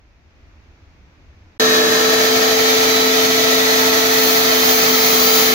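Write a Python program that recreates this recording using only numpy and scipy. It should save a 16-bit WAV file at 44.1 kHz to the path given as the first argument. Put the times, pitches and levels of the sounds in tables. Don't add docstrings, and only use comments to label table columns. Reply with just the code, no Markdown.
import sys
import numpy as np
from scipy import signal
from scipy.fft import rfft, irfft
from scipy.io import wavfile
from scipy.ndimage import uniform_filter1d

SR = 44100
rng = np.random.default_rng(int(sys.argv[2]) if len(sys.argv) > 2 else 0)


def output_pcm(signal):
    pcm = np.clip(np.atleast_2d(signal).T, -1, 1) * 32767
    wavfile.write(sys.argv[1], SR, np.round(pcm).astype(np.int16))


N = 244402
TIME = np.arange(N) / SR
FFT_SIZE, HOP = 2048, 512
BINS = np.fft.rfftfreq(FFT_SIZE, 1 / SR)
FRAMES = np.arange(N // HOP + 5) * HOP / SR

HUSH_S, START_S = 1.579, 1.598
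EMERGE_S, IN_VIEW_S, ARRIVE_S = 2, 2.7, 4.9


def gain_of(db):
    return 10 ** (np.asarray(db) / 20)


def evened(x):
    return x / np.sqrt(np.mean(x ** 2) + 1e-20)


def follow(rows, at=TIME):
    first, *columns = np.transpose(rows)
    return [np.interp(at, first, column) for column in columns]


def read(rows):
    hz, *columns = np.transpose(rows)
    return [np.interp(np.log(BINS + 1), np.log(hz + 1), column) for column in columns]


def bell(x, centre, width):
    return 0.5 ** ((2 * (x - centre) / width) ** 2)


def ramp(at, start_s, end_s):
    return np.clip((at - start_s) / (end_s - start_s), 0, 1)


def wander(rate_hz):
    hz = np.fft.rfftfreq(N, 1 / SR)
    low_pass = np.exp(-(hz / rate_hz) ** 2) * (hz > 0)
    return evened(irfft(rfft(rng.standard_normal(N)) * low_pass, N))


def band(x, low_hz, high_hz):
    hz = np.fft.rfftfreq(N, 1 / SR)
    return irfft(rfft(x) * ((hz >= low_hz) & (hz < high_hz)), N)


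def noise_pair(field_db, same, phase=0, balance_db=0):
    a, b, c, d = rng.standard_normal((4, len(FRAMES), len(BINS)))
    same = np.clip(same, -1, 1)
    left = a + 1j * b
    right = same * np.exp(1j * phase) * left + np.sqrt(1 - same ** 2) * (c + 1j * d)
    tilt = gain_of(balance_db / 2)
    spectra = np.array([left * tilt, right / tilt]) * gain_of(field_db)
    _, pair = signal.istft(spectra, nperseg=FFT_SIZE, noverlap=FFT_SIZE - HOP, time_axis=1, freq_axis=2)
    return pair[:, :N]


def tone(turns, level_db, apart=0):
    angle = 2 * np.pi * turns
    return np.sqrt(2) * gain_of(level_db) * np.sin([angle, angle - apart])


def walk(at=TIME):
    return ramp(at, EMERGE_S, IN_VIEW_S), ramp(at, START_S, ARRIVE_S)


def along_walk(ears):
    view, near = walk()
    return np.array([db + view * view_db + near * near_db for db, view_db, near_db in ears])


def still_room(lumpy_db=0.5):
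    # frequency in Hz, relative density in dB per Hz.
    room_spectrum = [(12, -42), (20, -8.5), (80, 8.5), (103, -10.5), (185, -17.5), (315, -17.5),
                     (352, -20.5), (439, -24), (549, -23.5), (985, -27), (2470, -27), (3000, -33.5),
                     (6360, -39), (8400, -61), (15500, -57)]
    # frequency in Hz, left-right likeness from -1 to 1.
    room_same = [(60, 0.88), (130, 0.93), (290, 0.88), (640, 0.46), (1410, 0.0049), (3100, -0.17),
                 (6820, 0.035), (15000, 0.02)]
    split_hz, rumble_db, air_db = 130, -52, -59
    noise = noise_pair(read(room_spectrum)[0], read(room_same)[0])
    low, high = band(noise, 0, split_hz), band(noise, split_hz, SR)
    rumble = low / np.std(low.mean(0)) * gain_of(rumble_db + lumpy_db * wander(8.3))
    air = high / np.std(high.mean(0)) * gain_of(air_db)
    rise_db = 3 * ramp(TIME, 0.22, 0.46)
    return (rumble + air) * gain_of(rise_db)


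def standing_waves():
    ripple = rng.standard_normal((2, len(FRAMES), len(BINS)))
    ripple = uniform_filter1d(ripple, size=130, axis=1)
    ripple = evened(uniform_filter1d(ripple, size=2, axis=2))
    return 2.8 * ripple / np.sqrt(1 + (BINS / 9000) ** 2)


def rush(jet_from_hz=6500, jet_span_hz=8500, flutter_db=0.67):
    # frequency in Hz, relative density in dB per Hz.
    rush_spectrum = [(30, -70.5), (100, -62), (180, -58.5), (350, -54.5), (550, -53), (1000, -65.5),
                     (2700, -56), (4500, -58), (6300, -53), (7800, -66), (8350, -79), (9300, -68.5),
                     (12500, -62), (15500, -60)]
    # centre in Hz, width in Hz, boost in dB behind the boxes, boost in dB in open view.
    drum = [(196.5, 36, 6.5, 4.5), (217.6, 22, -3, -7.5), (288, 23, -9, 4.5), (330, 30, 10.5, -1.5),
            (476, 83, 5, 3), (510, 42, -3, -4.5)]
    resonances = [(611, 45, 10.5, 1.5), (679, 110, 10, 13.5), (782.6, 59, 13, 14), (873, 65, 3, 7),
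                  (1016, 250, 14.5, 12), (1290, 284, 13, 13.5), (1610, 217, 14, 9), (1826, 212, 13, 12.5),
                  (1972, 24, -6, 16), (2110, 62, 6.5, 9.5), (2270, 144, 4.5, 7.5), (2510, 200, 3, 5),
                  (3098, 163, 4.5, 8), (3493, 230, 5, 5), (3904, 480, 4, 6.5), (4316, 220, 5, 6.5),
                  (4670, 500, 5, 5.5), (6100, 160, 0.2, 3.5)]
    # time in seconds, boost in dB.
    jet = [(1.6, -3.5), (2.7, 0.5), (4.3, 3), (5.54, 1.5)]
    # frequency in Hz, likeness 0-1, phase in radians,
    # left minus right in dB.
    ear_pair = [(60, .97, 0, 1), (330, .95, -.05, .5), (490, .7, -.2, 1.5), (570, .25, -1.4, 0),
                (720, .25, -3, 0), (1050, .7, -3.4, 2), (1290, .22, -3.6, 2), (1750, .7, -3, -2),
                (2130, .2, -3, -3), (2370, .35, -4.7, -2), (2740, .35, -2.6, -2.3), (3560, .34, -3, -1),
                (4340, .5, -4.6, -1.5), (4700, .22, -2.8, -1), (6150, .12, -3, -1.5), (15000, .1, -3, -1.2)]
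    rush_db = -21
    lag_s, wall_lag_s, lag_from_hz = 0.0009, 0.00127, 1700

    view = walk(FRAMES)[0][:, None]
    jet_db = follow(jet, FRAMES)[0][:, None]
    field_db = read(rush_spectrum)[0] + jet_db * np.clip((BINS - jet_from_hz) / jet_span_hz, 0, 1)
    for hz, width_hz, hidden_db, open_db in [*drum, *resonances]:
        field_db = field_db + (hidden_db + view * (open_db - hidden_db)) * bell(BINS, hz, width_hz)

    same, phase, balance_db = read(ear_pair)
    treble_hz = np.maximum(BINS - lag_from_hz, 0)
    direct = np.exp(1j * (phase - 2 * np.pi * lag_s * treble_hz))
    by_wall = np.where(treble_hz > 0, np.exp(-2j * np.pi * wall_lag_s * treble_hz), direct)
    link = np.clip(same, 0, 1) * (view * direct + (1 - view) * by_wall)
    ripple_db = np.sqrt(np.maximum(1 - abs(link) ** 2, 0)) * standing_waves()
    air = noise_pair(field_db + ripple_db, abs(link), np.angle(link), balance_db)
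    air = air / np.std(band(air.mean(0), 500, 3900))
    return air * gain_of(rush_db + flutter_db * wander(22))


def motor(jitter=0.00042):
    # level in dB behind the boxes,
    # dB added in open view, dB added on arrival.
    hum = [(-18, 1.4, -3), (-19, -1.5, -5.5)]
    # multiple of the shaft rate, level in dB, radians between the ears.
    overtones = [(2, -34.5, 2.16), (3, -33, 1.24), (14, -41, 1.0), (18, -49, 1.9)]
    shaft_hz, mains_hz, mains_db = 441.5, 60, -50.5
    turns = np.cumsum(shaft_hz * (1 + jitter * wander(4.25))) / SR
    out = tone(turns, along_walk(hum), apart=0.56)
    out += tone(2 * mains_hz * TIME, mains_db)
    for order, db, apart in overtones:
        out += tone(order * turns, db, apart)
    return out + whine(turns)


def whine(turns, fade_db=3.0, drift=0.6):
    # level in dB behind the boxes, dB added in open view,
    # dB added on arrival.
    whine_levels = [(-27, -2.5, -6), (-29, 2, 0)]
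    # peak in seconds, length in seconds, left level in dB, right level in dB,
    # radians between the ears.
    swells = [(1.7, .38, -19, -21.5, 3), (2.1, 0.27, -22.5, -32, 1.6), (2.679, 0.14, -23, -24, 4),
              (2.963, 0.19, -31, -19.5, 0), (3.532, 0.33, -24.5, -24.5, 2.3), (5.2, 0.86, -32, -26, -1.5)]
    blades, apart_rad = 9, 2.2
    passes = blades * turns
    fading_db = fade_db * np.array([wander(4), wander(3.6)])
    out = tone(passes, along_walk(whine_levels) + fading_db, apart_rad + drift * wander(4.0))
    for peak_s, length_s, left_db, right_db, apart in swells:
        share = bell(TIME, peak_s, length_s)
        out = out + share * (tone(passes, [[left_db], [right_db]], apart) - out)
    return out


def cage_rate():
    start_hz, free_hz, drag_hz = 251.3, 259.9, 10.2
    drag_from_s, settle_s = 4.18, 0.77
    freed = 1 - np.exp(-np.maximum(TIME - START_S, 0) / settle_s)
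    dragged = 1 - np.exp(-np.maximum(TIME - drag_from_s, 0) / settle_s)
    return start_hz + (free_hz - start_hz) * freed - drag_hz * dragged


def bearing(jitter=0.00021, throb_db=1.2, squeal_db=-1.5, fade_db=5.0, scatter=0.61):
    # peak in seconds, length in seconds, relative level in dB.
    chatter = [(4.3, 0.28, 1.5), (4.703, 0.18, 2.5), (5.06, 0.33, -1), (5.41, 0.34, 1.5)]
    # harmonic number, relative level in dB.
    squeal = [(2, -55), (7, -43), (14, -42), (22, -43), (26, -41), (28, -44), (33, -55), (38, -45),
              (45, -43), (52, -39), (55, -35), (57, -35), (59, -30), (62, -30)]
    # centre in Hz, width in Hz, relative level in dB.
    squeal_modes = [(4789, 13, -28.5), (5062, 24, -28), (5102, 22, -31), (6095, 70, -30.5),
                    (6570, 50, -30.5), (6805, 40, -37), (14850, 70, -28.5), (15240, 90, -32)]
    cage_db, cage_view_db = -28, 1.2
    idle_chatter_db = -29

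    hz = cage_rate()
    bursts = sum(gain_of(db) * bell(TIME, peak_s, length_s) for peak_s, length_s, db in chatter)
    chatter_db = 20 * np.log10(gain_of(idle_chatter_db) + bursts)
    turns = np.cumsum(hz * (1 + jitter * wander(30))) / SR
    level_db = cage_db + cage_view_db * walk()[0] + throb_db * wander(9.6)
    out = tone(turns + 0.02 * wander(22), level_db, apart=0.17)

    orders = np.arange(2, 63)
    steps_s = np.linspace(0, TIME[-1], num=36)
    for order, db in zip(orders, follow(squeal, orders)[0]):
        for ear in out:
            fade = np.interp(TIME, steps_s, rng.standard_normal(len(steps_s)))
            drift = np.interp(TIME, steps_s, rng.standard_normal(len(steps_s)))
            angle = 2 * np.pi * (order * turns + rng.random()) + scatter * drift
            partial_db = db + chatter_db + squeal_db + fade_db * fade
            ear += np.sqrt(2) * gain_of(partial_db) * np.sin(angle)

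    for mode_hz, width_hz, db in squeal_modes:
        order = np.round(mode_hz / hz)
        out += tone(order * turns, db + chatter_db, apart=0.8) * bell(order * hz, mode_hz, width_hz)
    return out


def scene(rise_s=0.0027):
    running = np.clip((TIME - START_S) / rise_s + 0.5, 0, 1)
    still = np.clip((HUSH_S - TIME) / rise_s + 0.5, 0, 1)
    return still * still_room() + running * (rush() + motor() + bearing())


def record(dry):
    ceiling, edge_hz = 0.97, 15750
    held = np.clip(dry, -ceiling, ceiling)
    low_pass = signal.firwin(1023, edge_hz, window=("kaiser", 8), fs=SR)
    return signal.oaconvolve(held, low_pass[None], "same")


dry = scene()
out = record(dry)
output_pcm(out)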